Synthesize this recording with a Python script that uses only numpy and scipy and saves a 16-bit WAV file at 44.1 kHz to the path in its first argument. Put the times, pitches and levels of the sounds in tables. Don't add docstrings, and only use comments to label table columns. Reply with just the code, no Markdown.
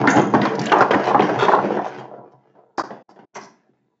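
import sys
import numpy as np
from scipy import signal
from scipy.fft import rfft, irfft
from scipy.io import wavfile
from scipy.ndimage import uniform_filter1d, minimum_filter1d, map_coordinates

SR = 44100
rng = np.random.default_rng(int(sys.argv[2]) if len(sys.argv) > 2 else 0)


def output_pcm(signal):
    pcm = np.clip(np.atleast_2d(signal).T, -1, 1) * 32767
    wavfile.write(sys.argv[1], SR, np.round(pcm).astype(np.int16))


N = 176400
ATTACK_S, STRIKE_S, STROKE_RISE_S, TAIL_T60_S = .0008, .0013, .012, .39

# (time [s], rumble [dB], boom [dB], rattle [dB])
ROLL_LEVELS = [(0, -20.5, -16, -24.5), (.18, -20, -23, -62), (0.309, -29.5, -22.5, -44),
               (0.502, -22, -29, -38.5), (.62, -27.5, -23, -36), (0.791, -18, -29, -31.5),
               (.88, -25, -36.5, -60.5), (1.0, -24.5, -35, -34), (1.24, -20.5, -18.5, -39.5),
               (1.34, -30, -33, -38.5), (1.44, -17, -37.5, -37), (1.601, -25, -33, -41.5),
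               (1.76, -24, -33, -39), (1.92, -38, -41, -42), (2.06, -36.5, -48.5, -59.5),
               (2.19, -38, -49.5, -69.5), (2.38, -56, -62, -77.5), (2.521, -63, -62.5, -72),
               (2.59, -57.5, -62.5, -74.5), (2.719, -63.5, -69.5, -90), (3.2, -56, -65.5, -81.5),
               (3.621, -70.5, -65.5, -73), (4, -78, -76.5, -96.5)]
# (frequency [Hz], level [dB])
RUMBLE_SPECTRUM = [(100, -51.5), (220, -19.5), (300, -8.5), (390, 8), (520, 2), (700, 6), (950, 2),
                   (1250, -10), (1700, -25), (2300, -40.5), (4000, -46), (8000, -82.5)]
BOOM_SPECTRUM = [(25, -35.5), (60, -39.5), (85, -37), (125, -1.5), (165, -8), (200, 5), (240, -2), (290, 1),
                 (380, -3), (700, -38.5), (3000, -82)]
CLICK_SPECTRUM = [(700, -27), (1500, 10.5), (2000, 5), (2600, -3.5), (3300, -5.5), (3900, -14), (4800, -12),
                  (5700, -15.5), (6500, -18), (7500, -31.5)]


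def rolling(bumps_per_s=200, spread_db=5.5, grind_share=.33, wobble_db=1.72):
    times, *levels = np.transpose(ROLL_LEVELS)
    count = int(bumps_per_s * N / SR)
    onsets = ((np.arange(count) + rng.random(count)) * N / count).astype(int)
    heights = amp(spread_db * np.clip(rng.standard_normal(count), -2, 2)) * rng.choice([-1, 1], count)
    bumps = unit(np.bincount(onsets, heights, N))
    out, t = np.zeros(N), np.arange(N) / SR
    bands = [(RUMBLE_SPECTRUM, -1), (BOOM_SPECTRUM, -1), (CLICK_SPECTRUM, 3.5)]
    for (spectrum, room_db), level_db in zip(bands, levels):
        force = bumps + grind_share * rng.standard_normal(N)
        contact = unit(signal.fftconvolve(force, impulse(spectrum))[:N])
        band = unit(cross_boards(contact + amp(room_db) * kitchen(contact)))
        out += band * amp(np.interp(t, times, level_db) + wobble_db * wobble(30))
    return out


def cross_boards(x, depth_db=3.5, patch_hz=170, patch_s=.06):
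    hz, t, bins = signal.stft(x, SR, nperseg=1024)
    grid = np.meshgrid(hz / patch_hz, t / patch_s, indexing="ij")
    patches = map_coordinates(rng.standard_normal((140, 80)), grid, mode="mirror")
    return signal.istft(bins * amp(depth_db * np.clip(patches, -2, 2)), SR, nperseg=1024)[1][:N]


# (time [s], thud [dB], knock [dB], click [dB], pitch [Hz], room tail [dB])
FLOOR_BLOWS = [(0.04, -36, -17.5, -43, 950, -0.5), (.074, -15.5, -9.5, -16.5, 1730, -3.5),
               (.166, -13, -15.5, -26, 800, 0.5), (0.183, -26, -19, -40, 650, -21),
               (0.3381, -11.5, -11, -25, 850, -7), (0.348, -8, -9.5, -22, 850, -13.5),
               (.416, -20, -28.5, -24.5, 800, 0), (0.4516, -27.5, -14.5, -25, 950, -5),
               (0.7187, -33.5, -8, -14, 1050, -17), (.728, -34.5, -8.5, -43, 950, -3),
               (.792, -45.5, -13.5, -34.5, 900, -4.5), (.807, -13, -0.5, -12.5, 1000, -18),
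               (.822, -31, -10.5, -22, 850, -16), (.908, -19, -12, -20, 750, -4),
               (.933, -23, -16.5, -41, 700, 1.5), (0.945, -14.5, -10, -52, 650, -13.5),
               (1.067, -29.5, -18.5, -36, 700, -10), (1.1082, -33, -13.5, -54, 765, -9.5),
               (1.146, -23, -4, -56, 950, -12.5), (1.1951, -23, -7, -30.5, 666, -13),
               (1.22, -30.5, -26, -30, 1000, 3.5), (1.2907, -39.5, -16.5, -29, 642, -3),
               (1.422, -22, -13, -32, 450, -1.5), (1.483, -32.5, -6.5, -33, 900, -11.5),
               (1.519, -26, -11, -25, 1100, -32), (1.535, -26, -6.5, -37.5, 800, -8),
               (1.589, -24, -11, -36, 800, -28), (1.64, -23.5, -19.5, -38.5, 500, -1),
               (1.706, -24.5, -16, -42, 550, -28), (1.769, -43, -17, -34, 600, -11),
               (1.787, -46, -16, -51, 650, -14), (1.8628, -41.5, -21, -56, 703, -13),
               (2.008, -50.5, -34.5, -44, 850, -9.5), (2.145, -53.5, -37, -71, 520, -8.5),
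               (2.554, -74.5, -54, -77, 604, 1.5), (2.7811, -42, -14.5, -49.5, 955, -30),
               (2.796, -33.5, -15, -51, 960, -17.5), (2.808, -35, -25.5, -48, 950, -5),
               (2.8353, -40.5, -28.5, -54.5, 790, -13), (2.9052, -35, -30, -44, 620, -3),
               (3.092, -49.5, -44, -65.5, 850, -8), (3.1604, -48, -47.5, -56.5, 560, -3),
               (3.1902, -40.5, -42.5, -52, 650, -6.5), (3.355, -42.5, -33, -40, 850, 1.5),
               (3.412, -43, -45, -50, 700, -2), (3.69, -54, -69.5, -79.5, 450, -4.5)]
# (frequency [Hz], level [dB])
BOARD_SPECTRUM = [(100, -42.5), (220, -17), (300, 0.5), (390, 6), (520, -2), (700, -1), (1050, -2),
                  (1300, -6), (1750, -6), (2300, -30), (4000, -40.5), (8000, -64.5)]


def knocks(thud_t60_s=.12, knock_t60_s=.07, click_t60_s=.05, thud_rise_s=.005, boom_t60_s=.49):
    out, size = np.zeros(N), 32768
    t = np.arange(size) / SR
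    for start, thud_db, knock_db, click_db, pitch_hz, room_db in FLOOR_BLOWS:
        spot = resonance(pitch_hz, gain_db=13.5, octaves=.5)
        strike = amp(knock_db) * impulse(BOARD_SPECTRUM, spot)
        strike += amp(click_db - 3) * impulse(CLICK_SPECTRUM)
        add(out, start, np.sqrt(STRIKE_S * SR) * strike)
        parts = [(noise(BOOM_SPECTRUM, size), thud_db, thud_rise_s, thud_t60_s, boom_t60_s),
                 (noise(BOARD_SPECTRUM, size, spot), knock_db, ATTACK_S, knock_t60_s, TAIL_T60_S),
                 (noise(CLICK_SPECTRUM, size), click_db, ATTACK_S, click_t60_s, TAIL_T60_S)]
        for modes, db, rise_s, t60_s, tail_s in parts:
            envelope = np.hypot(fall(t, t60_s), amp(room_db) * fall(t, tail_s)) * rise(t, rise_s)
            add(out, start, amp(db) * unit(modes * envelope) * rms(envelope))
    return out


# (time [s], level [dB], pitch [Hz])
TIP_TICKS = [(.072, -27.5, 4200), (.4155, -30.5, 4000), (.453, -30.5, 4600), (.553, -39, 5600),
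             (0.593, -28.5, 5300), (.615, -32, 5800), (.639, -38.5, 6100), (.657, -29, 7000),
             (.666, -26.5, 3400), (.695, -27, 2800), (0.721, -18, 2600), (.784, -40, 6400),
             (.807, -29, 5200), (.912, -23.5, 2950), (.935, -20, 1700), (0.943, -20.5, 2000),
             (1.040, -40, 5000), (1.147, -24, 1473), (1.194, -26.5, 2390), (1.205, -26.5, 3000),
             (1.484, -22, 1520), (2.782, -30.5, 1060)]
# (frequency [Hz], level [dB])
TICK_SPECTRUM = [(700, -12), (1500, 6), (3500, -2), (7500, -17)]


def ticks(hold_s=.004, t60_s=.028, room_db=-16):
    out, size = np.zeros(N), 16384
    t = np.arange(size) / SR
    envelope = np.hypot(fall(t - hold_s, t60_s), amp(room_db) * fall(t, TAIL_T60_S)) * rise(t, ATTACK_S)
    for start, db, pitch_hz in TIP_TICKS:
        peak = resonance(pitch_hz, gain_db=18, octaves=.42)
        snap = np.sqrt(STRIKE_S * SR) * impulse(TICK_SPECTRUM, peak)
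        chatter = unit(noise(TICK_SPECTRUM, size, peak) * envelope) * rms(envelope)
        add(out, start, amp(db) * snap)
        add(out, start, amp(db) * chatter)
    return out


# (time [s], level [dB])
TOP_LANDINGS = [(.075, -2.5), (.338, -6), (1.146, -12)]


def landings():
    return thumps(TOP_LANDINGS, hz=270, t60_s=.11, rise_s=.004)


# (time [s], length [s], rasp [dB], hiss [dB], hiss pitch [Hz])
STROKES = [(0.098, 0.015, -39, -28, 6500), (0.142, 0.058, -32.5, -47.5, 6700),
           (0.415, .04, -38, -67.5, 4370), (0.931, 0.02, -36, -58, 6440),
           (1.033, 0.068, -31.5, -51.5, 5450), (1.381, 0.075, -24, -65, 6200),
           (1.484, 0.072, -34, -64, 4980), (1.831, 0.066, -44.5, -57.5, 5870),
           (1.969, 0.035, -43.5, -70, 5300), (2.31, 0.022, -72, -76.5, 5260),
           (2.774, 0.035, -45.5, -36.5, 4740), (3.086, 0.033, -64, -63, 4970),
           (3.343, 0.033, -47, -41.5, 5760), (3.406, 0.051, -67, -50.5, 5500)]
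# (frequency [Hz], level [dB])
RASP_SPECTRUM = [(300, -25), (1200, 10), (2300, 3), (3700, -1), (4500, -10), (7500, -20)]
HISS_SPECTRUM = [(1500, -31.5), (3800, -9.5), (4700, -1.5), (5700, -1), (6400, -1.5), (7000, -10.5),
                 (7600, -12)]


def scuffs(t60_s=.012, grain_db=3, room_db=-5):
    out, size = np.zeros(N), 8192
    t = np.arange(size) / SR
    for start, length_s, rasp_db, hiss_db, pitch_hz in STROKES:
        envelope = np.clip(t / STROKE_RISE_S, 0, 1) * fall(t - length_s, t60_s)
        hiss = amp(hiss_db) * noise(HISS_SPECTRUM, size, resonance(pitch_hz, gain_db=9.5, octaves=.11))
        rasp = amp(rasp_db) * noise(RASP_SPECTRUM, size)
        add(out, start, envelope * (rasp + hiss))
    out *= amp(grain_db * wobble(350))
    return out + amp(room_db) * kitchen(out)


def string_zip(start_s=.086, level_db=-34, pitch_hz=6815, sag_hz_per_s=1900, width_hz=1050):
    out, t = np.zeros(N), np.arange(N) / SR
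    phase = 2 * np.pi * (pitch_hz * t - sag_hz_per_s * t ** 2 / 2)
    whistle = wobble(width_hz) * np.cos(phase) + wobble(width_hz) * np.sin(phase)
    grain = amp(4 * wobble(180))
    envelope = np.clip(t / STROKE_RISE_S, 0, 1) * fall(t, t60_s=.67)
    add(out, start_s, amp(level_db) * unit(whistle * grain) * envelope)
    return out


# (time [s], level [dB])
FOOTFALLS = [(1.365, -17.5), (1.975, -36), (2.334, -46.5), (3.691, -60.5)]


def footsteps():
    return thumps(FOOTFALLS, hz=131, t60_s=.35, rise_s=.012)


# (frequency [Hz], T60 [s])
KITCHEN_DECAY = [(100, .6), (300, 0.24), (900, 0.29), (3000, 0.34), (6000, 0.33)]


def kitchen(x):
    hz, t, bins = signal.stft(rng.standard_normal(SR // 2), SR, nperseg=256)
    tail = signal.istft(bins * fall(t, along(KITCHEN_DECAY, hz)[:, None]), SR, nperseg=256)[1]
    return signal.fftconvolve(x, tail / np.linalg.norm(tail))[:N]


def room_noise(level_db=-81):
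    return amp(level_db) * noise(spectrum=[(200, 2), (1500, -15.5), (7000, -23.5)], size=N)


def thumps(hits, hz, t60_s, rise_s):
    out, t = np.zeros(N), np.arange(SR // 2) / SR
    for start, db in hits:
        add(out, start, amp(db) * np.sin(2 * np.pi * hz * t) * fall(t, t60_s) * rise(t, rise_s))
    return out


def impulse(spectrum, lift_db=lambda hz: 0, size=4096):
    hz = np.fft.rfftfreq(size, 1 / SR)
    cepstrum = irfft(np.log(amp(along(spectrum, hz) + lift_db(hz))))
    cepstrum[1:size // 2] *= 2
    cepstrum[size // 2 + 1:] = 0
    response = irfft(np.exp(rfft(cepstrum)))
    return response / np.linalg.norm(response)


def noise(spectrum, size, lift_db=lambda hz: 0, mode_spacing_hz=101.24, mode_depth_db=4.5):
    hz = np.fft.rfftfreq(size, 1 / SR)
    ripple = np.interp(hz / mode_spacing_hz, np.arange(512), rng.standard_normal(512))
    db = along(spectrum, hz) + lift_db(hz) + mode_depth_db * np.clip(ripple, -2, 2)
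    return unit(irfft(amp(db) * np.exp(2j * np.pi * rng.random(len(hz))), size))


def resonance(centre_hz, gain_db, octaves):
    return lambda hz: gain_db * np.exp(-.5 * (np.log2((hz + 1) / centre_hz) / octaves) ** 2)


def along(points, hz):
    knots_hz, values = np.transpose(points)
    return np.interp(np.log(hz + 1), np.log(knots_hz + 1), values)


def wobble(knots_per_s):
    knots = rng.standard_normal(int(N * knots_per_s / SR) + 4)
    return map_coordinates(knots, [np.arange(N) * knots_per_s / SR])


def rise(t, rise_s):
    return 1 - np.exp(-t / rise_s)


def fall(t, t60_s):
    return np.exp(-np.log(1000) * np.maximum(t, 0) / t60_s)


def amp(db):
    return 10 ** (np.asarray(db) / 20)


def rms(x):
    return np.sqrt(np.mean(x ** 2) + 1e-20)


def unit(x):
    return x / rms(x)


def add(track, start_s, x):
    part = track[max(round(start_s * SR), 0):][:len(x)]
    part += x[:len(part)]


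def scene():
    top = rolling() + knocks() + ticks() + landings()
    player = scuffs() + string_zip() + footsteps()
    return (top + player + room_noise())[None]


# (start [s], end [s], fade target [dB])
CUTS = [(2.826, 2.833, -27), (3.029, 3.084, -38.5), (3.256, 3.334, -36.5)]


def record(dry):
    low_cut_hz, high_cut_hz = 75, 7550
    fade_s, ceiling, limiter_s = .011, .95, .004
    t = np.arange(N) / SR
    dip_db = sum(db * np.clip(np.minimum(t - start, end - t) / fade_s + .5, 0, 1)
                 for start, end, db in CUTS)
    x = signal.sosfilt(signal.butter(2, low_cut_hz, "high", fs=SR, output="sos"), dry) * amp(dip_db)
    window = round(limiter_s * SR)
    needed_gain = ceiling / np.maximum(np.abs(x), ceiling)
    gain = uniform_filter1d(minimum_filter1d(needed_gain, window), window)
    return signal.sosfilt(signal.ellip(10, .2, 75, high_cut_hz, fs=SR, output="sos"), x * gain)


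dry = scene()
out = record(dry)
output_pcm(out)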